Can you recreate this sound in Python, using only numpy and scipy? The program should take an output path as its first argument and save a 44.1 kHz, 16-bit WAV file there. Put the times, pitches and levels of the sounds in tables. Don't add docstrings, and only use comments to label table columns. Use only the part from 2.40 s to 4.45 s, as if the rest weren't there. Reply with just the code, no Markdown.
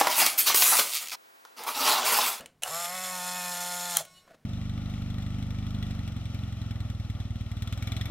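import sys
import numpy as np
from scipy import signal
from scipy.fft import rfft, irfft, next_fast_len
from scipy.io import wavfile

SR = 44100
rng = np.random.default_rng(int(sys.argv[2]) if len(sys.argv) > 2 else 0)


def inscribe(sig):
    pcm = np.round(np.clip(np.atleast_2d(sig).T, -1, 1) * 32767)
    wavfile.write(sys.argv[1], SR, pcm.astype(np.int16))


N = 90404
T = np.arange(N) / SR

# (frequency [Hz], relative level [dB])
AIR_SPECTRUM = [(25, -5.5), (60, -4), (160, -3), (300, -10), (700, -13.5), (2000, -22), (6000, -28),
                (15000, -32.5)]
# (frequency [Hz], level [dB])
HUM_TONES = [(100, -82.5), (149, -76.5)]
# (frequency [Hz], T60 [s])
ROOM_T60 = [(150, 0.55), (1000, 0.2), (4000, 0.26), (14000, 0.15)]
# (time [s], level [dB])
RUB_LEVEL = [(0, -42.5), (.02, -47), (.05, -55), (.09, -63.5), (.16, -87), (.22, -77), (1.75, -80),
             (1.872, -65.5), (1.9, -60), (1.916, -57), (1.928, -62.5), (1.95, -57), (1.962, -72.5),
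             (2.05, -74)]
# (time [s], level [dB], fade [s])
FINGER_BUMPS = [(1.877, -54.5, 0.0096), (1.944, -54, 0.0058)]
# (frequency [Hz], relative level [dB])
HAND_SPECTRUM = [(40, -11), (120, -19.5), (210, -0.5), (380, -10.5), (640, 3.5), (850, -15), (1400, -7.5),
                 (3000, -16.5), (6000, -23), (15000, -33.5)]
# (order, base level [dB], swell [dB])
SPRING_HARMONICS = [(1, -84, 5), (3, -68.5, -7), (4, -68.5, -13), (6, -69, -12), (8, -72, 13), (10, -80, 9),
                    (11, -70, 1), (12, -81, 14), (15, -70, -4), (18, -75, -2), (19, -82, 9), (20, -79, 6),
                    (22, -72, -11), (27, -85, 11)]
# (time [s], gain [dB])
SPRING_GAIN = [(1.571, -13), (1.68, 1), (1.78, 0.5), (1.85, -8.5), (1.9, -16), (2.04, -36)]
# (time [s], peak [dB], rise [s], frequency [Hz])
KNOCK_EVENTS = [(1.5652, -25.5, 0.0025, 3208), (1.6065, -32, 0.0024, 676.7), (1.877, -54.5, 0.0019, 1030),
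                (1.909, -50.5, 0.0052, 660)]
# (time [s], level [dB], fade [s], tilt [dB/octave], latch ring [dB])
SNAP_EVENTS = [(.007, -39.5, 0.0037, -2.5, 11), (0.0596, -36.5, 0.0025, -4, 11.5),
               (0.222, -38, 0.012, -3, 14), (0.2342, -17, 0.0019, -1.5, 14.5), (0.25, -33, 0.0025, 7, -2),
               (1.5699, -5.5, 0.00082, 3.5, -3), (1.5709, -11.5, 0.0016, -0.5, 6.5),
               (1.651, -42.5, 0.0047, -2.5, 5.5)]
# (frequency [Hz], relative level [dB])
SNAP_SPECTRUM = [(60, -25), (300, -19.5), (700, -2.5), (1400, -9.5), (2100, -1.5), (5000, -7), (7000, 2),
                 (12500, -2), (14200, -8), (16000, 0)]
# (frequency [Hz], width [Hz], gain [dB])
METAL_MODES = [(4040, 210, 7.5), (6050, 250, 5), (7700, 700, 1.5), (8730, 280, -4.5), (9420, 720, 10.5),
               (11060, 530, 2), (12500, 340, 6.5)]
# (frequency [Hz], width [Hz], heavy load [dB], late feed [dB])
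CASE_MODES = [(2483.5, 150, -2, -2.5), (3468, 162, 6, 9), (4294, 600, 4.5, 7), (4810, 520, -6.5, -4.5),
              (5265, 320, 11, 8.5), (6080, 280, 0.5, 4.5), (6870, 270, 4.5, 8.5), (7370, 340, 10.5, 8),
              (9200, 500, 2, 6.5), (11370, 410, 7.5, 4), (14750, 400, -2, 7.5)]
# (time [s], stage [0 heavy, 1 light, 2 early feed, 3 and up late feed])
LOAD_STAGE = [(.46, 0.5), (.54, 1), (.7, 1), (.76, 2.5), (1.09, 2), (1.16, 3.5)]
# (time [s], level [dB])
RATTLE_LEVEL = [(.222, -46), (.245, -50.5), (.28, -39), (.325, -38.5), (.35, -35.5), (.45, -35), (.48, -39),
                (.62, -38), (.655, -35.5), (.68, -37.5), (1.15, -37), (1.24, -36), (1.36, -37), (1.51, -36),
                (1.565, -33.5), (1.598, -35.5), (1.615, -44), (1.635, -76), (1.66, -80)]
# (frequency [Hz], relative level [dB])
RATTLE_SPECTRUM = [(40, -30.5), (290, -29), (450, -11.5), (640, -4), (1000, -7), (1400, -1.5), (2200, -0.5),
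                   (3000, -1), (6000, -1), (8200, .5), (12500, -0.5), (13900, -5.5), (15800, -14.5)]
# (time [s], level [dB])
CHATTER_LEVEL = [(.222, -46.5), (.245, -42.5), (.26, -39), (.3, -40), (.35, -77), (.5, -56), (1.5, -72),
                 (1.57, -58), (1.598, -42.5), (1.61, -45.5), (1.62, -51.5), (1.66, -74)]
# (frequency [Hz], relative level [dB])
CHATTER_SPECTRUM = [(60, -38), (330, -43), (500, -8), (650, 0.5), (800, 0), (1000, -11), (1250, -4),
                    (2000, -12.5), (6000, -23.5)]
# (time [s], speed [Hz])
MOTOR_SPEED = [(.222, 45), (.27, 111.9), (.3, 140.8), (.326, 158.9), (.348, 167.2), (.378, 170.9),
               (.45, 174.2), (.476, 175), (.548, 184.5), (.638, 184.2), (.712, 183.1), (.8, 179.7),
               (.98, 180.4), (1.148, 176.8), (1.31, 177.8), (1.51, 176), (1.562, 172.9), (1.6, 161.7),
               (1.62, 138.5), (1.66, 59.6)]
# (time [s], gain [dB])
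WHINE_GAIN = [(.222, -48), (.25, -17), (.29, -5), (.33, 3), (.45, 0), (.55, 0.5), (1.55, 0.5),
              (1.605, -1.5), (1.62, -10.5), (1.66, -28)]
# (order, heavy [dB], light [dB], early feed [dB], late feed [dB])
MOTOR_PARTIALS = [(1, -59, -52.5, -48, -50), (2, -84, -78, -80, -72), (3, -58, -51, -55, -54.5),
                  (4, -49.5, -50, -53.5, -53), (5, -40, -57, -48, -46), (6, -64, -48.5, -50, -54.5),
                  (7, -37, -50.5, -48.5, -50.5), (8, -43, -54, -53, -48), (9, -58, -59, -57.5, -61),
                  (10, -77, -53, -48, -53), (11, -65, -51.5, -72, -61), (12, -55, -54.5, -60, -58),
                  (14, -59, -55.5, -50, -59)]
# (frequency [Hz], width [Hz], gain [dB])
CAVITY_MODES = [(700, 101, 6)]

AIR_DB, REVERB_DB, CUT_HZ = -69.5, -13, 16000
SPRING_HZ, SPRING_JITTER, SPRING_BUZZ_DB = 365.8, .0015, -67
SPRING_WEAK_DB, SPRING_DB_PER_ORDER, SWELL_S, SWELL_WIDTH_S = -77, -.28, 1.782, 0.04
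LATCH_HZ, LATCH_WIDTH_HZ = 2930, 710
CASE_SWELL_DB, CASE_SWELL_HZ = 0.72, 22.5
TEETH_PER_TURN, TOOTH_SPREAD_DB, SCRAPE_GAIN, FLUTTER_DB = 12, 2.5, 1.32, 0.87
TURN_DEPTH, POLE_DEPTH, WHEEL_DEPTH, WHEEL_RATIO = 0.19, 0.13, 0.16, .52
FULL_SPEED_HZ, MOTOR_JITTER, SLOW_JITTER, SLOW_DB_PER_ORDER = 172.84, .004, .2, -3
WAVER_DB, WAVER_DB_PER_ORDER, WAVER_HZ = -0.1, 0.1486, 12


def amp(db):
    return 10 ** (np.asarray(db) / 20)


def unit(x):
    return x / np.sqrt(np.mean(x ** 2) + 1e-20)


def curve(points):
    return np.interp(T, *np.transpose(points))


def level(points):
    return amp(curve(points)) * (T >= points[0][0]) * (T <= points[-1][0])


def at_hz(points, hz):
    points_hz, value = np.transpose(points)
    return np.interp(np.log(hz + 1), np.log(points_hz), value)


def resonance_db(modes, hz):
    return sum(db / (1 + (2 * (hz - mode_hz) / width_hz) ** 2) for mode_hz, width_hz, db in modes)


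def colour(x, spectrum, modes=(), tilt_db=0, size=4096):
    hz = np.fft.rfftfreq(size, 1 / SR)
    db = at_hz(spectrum, hz) + resonance_db(modes, hz) + tilt_db * np.log2(np.maximum(hz, 500) / 500)
    cepstrum = irfft(np.log(amp(db)))
    causal_fold = np.r_[1, np.full(size // 2 - 1, 2), np.zeros(size // 2)]
    impulse = irfft(np.exp(rfft(cepstrum * causal_fold)))
    return signal.fftconvolve(x, impulse / np.linalg.norm(impulse))[:len(x)]


def drift(rate_hz):
    size = next_fast_len(N, True)
    hz = np.fft.rfftfreq(size, 1 / SR)
    spectrum = rfft(rng.standard_normal(size)) / (1 + (hz / rate_hz) ** 4)
    return unit(irfft(spectrum, size)[:N])


def tone(cycles, rms_db):
    return amp(rms_db) * np.sqrt(2) * np.sin(2 * np.pi * (cycles + rng.random()))


def burst(start_s, db, fade_s):
    envelope = (T >= start_s) * np.exp(-np.maximum(T - start_s, 0) / fade_s)
    return amp(db) * rng.choice([-1, 1], N) * envelope


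def room_tone():
    hum = sum(tone(hz * T, db) for hz, db in HUM_TONES)
    return amp(AIR_DB) * colour(rng.standard_normal(N), AIR_SPECTRUM) + hum


def reverb(x, size=256):
    hz, age_s, noise = signal.stft(rng.standard_normal(SR // 2), SR, nperseg=size)
    decay = amp(-60 * age_s / at_hz(ROOM_T60, hz)[:, None])
    onset = np.minimum(age_s / 0.0028, 1)
    tail = signal.istft(noise * decay * onset, SR, nperseg=size)[1]
    return signal.fftconvolve(x, tail / np.linalg.norm(tail))[:N]


def hands():
    slips = unit(rng.standard_normal(N) * amp(1.2 * drift(140)))
    bumps = sum(burst(*row) for row in FINGER_BUMPS)
    return colour(slips * level(RUB_LEVEL) + bumps, HAND_SPECTRUM)


def spring():
    swell = np.exp(-((T - SWELL_S) / SWELL_WIDTH_S) ** 2)
    cycles = np.cumsum(SPRING_HZ * (1 + SPRING_JITTER * drift(150))) / SR
    harmonic_db = {order: SPRING_WEAK_DB + SPRING_DB_PER_ORDER * order for order in range(1, 34)}
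    for order, db, swell_db in SPRING_HARMONICS:
        harmonic_db[order] = db + swell_db * swell + 2 * drift(33)
    tones = sum(tone(order * cycles, db) for order, db in harmonic_db.items())
    buzz = amp(SPRING_BUZZ_DB) * colour(rng.standard_normal(N), RATTLE_SPECTRUM, tilt_db=-1)
    return (tones + buzz) * level(SPRING_GAIN)


def knocks():
    out = np.zeros(N)
    for start_s, db, rise_s, hz in KNOCK_EVENTS:
        age_s = np.maximum(T - start_s, 0)
        envelope = age_s / rise_s * np.exp(1 - age_s / rise_s)
        out += amp(db) * envelope * np.sin(2 * np.pi * hz * age_s)
    return out


def snaps():
    out = np.zeros(N)
    for start_s, db, fade_s, tilt_db, latch_db in SNAP_EVENTS:
        modes = [*METAL_MODES, (LATCH_HZ, LATCH_WIDTH_HZ, latch_db)]
        out += colour(burst(start_s, db, fade_s), SNAP_SPECTRUM, modes, tilt_db)
    return out


def case(drive):
    feed = curve(LOAD_STAGE) / LOAD_STAGE[-1][1]
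    heavy = colour(drive, RATTLE_SPECTRUM, [(hz, width, db) for hz, width, db, _ in CASE_MODES])
    late = colour(drive, RATTLE_SPECTRUM, [(hz, width, db) for hz, width, _, db in CASE_MODES])
    spectrum = rfft((1 - feed) * heavy + feed * late)
    bin_hz = np.fft.rfftfreq(N, 1 / SR)
    mode_hz = [row[0] for row in CASE_MODES]
    out = np.zeros(N)
    for share in np.eye(len(CASE_MODES)):
        band = irfft(spectrum * np.interp(bin_hz, mode_hz, share), N)
        out += band * amp(CASE_SWELL_DB * drift(CASE_SWELL_HZ))
    return out


def gears(turns):
    tooth_count = np.floor(TEETH_PER_TURN * turns + .12 * drift(900))
    contact = np.diff(tooth_count, prepend=0) > 0
    strength = amp(TOOTH_SPREAD_DB * np.clip(rng.standard_normal(N), -2, 2))
    ticks = unit(contact * strength * rng.choice([-1, 1], N))
    angle_rad = 2 * np.pi * turns
    shaft_throb = 1 + TURN_DEPTH * np.cos(angle_rad) + POLE_DEPTH * np.cos(2 * angle_rad)
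    wheel_throb = 1 + WHEEL_DEPTH * np.cos(WHEEL_RATIO * angle_rad + drift(12))
    scrape = SCRAPE_GAIN * rng.standard_normal(N)
    flutter = amp(FLUTTER_DB * drift(42))
    drive = unit((ticks + scrape) * shaft_throb * wheel_throb * flutter)
    rattle = case(drive * level(RATTLE_LEVEL))
    chatter = colour(drive * level(CHATTER_LEVEL), CHATTER_SPECTRUM)
    return rattle + chatter


def slowness(speed_hz):
    return np.maximum(1 - speed_hz / FULL_SPEED_HZ, 0)


def motor(speed_hz, turns):
    stage = curve(LOAD_STAGE)
    out = np.zeros(N)
    for order, *stage_db in MOTOR_PARTIALS:
        db = np.interp(stage, np.arange(len(stage_db)), stage_db)
        db += resonance_db(CAVITY_MODES, order * speed_hz)
        db += SLOW_DB_PER_ORDER * order * slowness(speed_hz)
        db += (WAVER_DB + WAVER_DB_PER_ORDER * order) * drift(WAVER_HZ)
        out += tone(order * turns, db)
    return out * level(WHINE_GAIN)


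def scene():
    steady_hz = curve(MOTOR_SPEED)
    jitter = MOTOR_JITTER + SLOW_JITTER * slowness(steady_hz)
    speed_hz = steady_hz * (1 + jitter * drift(70))
    turns = np.cumsum(speed_hz) / SR
    direct = motor(speed_hz, turns) + gears(turns) + snaps() + knocks() + spring() + hands()
    mono = direct + amp(REVERB_DB) * reverb(direct) + room_tone()
    return np.array([mono, mono])


def record(dry):
    taps = signal.firwin(255, CUT_HZ, window=("kaiser", 9), fs=SR)
    return signal.oaconvolve(dry, taps[None], "same", axes=1)


dry = scene()
out = record(dry)
inscribe(out)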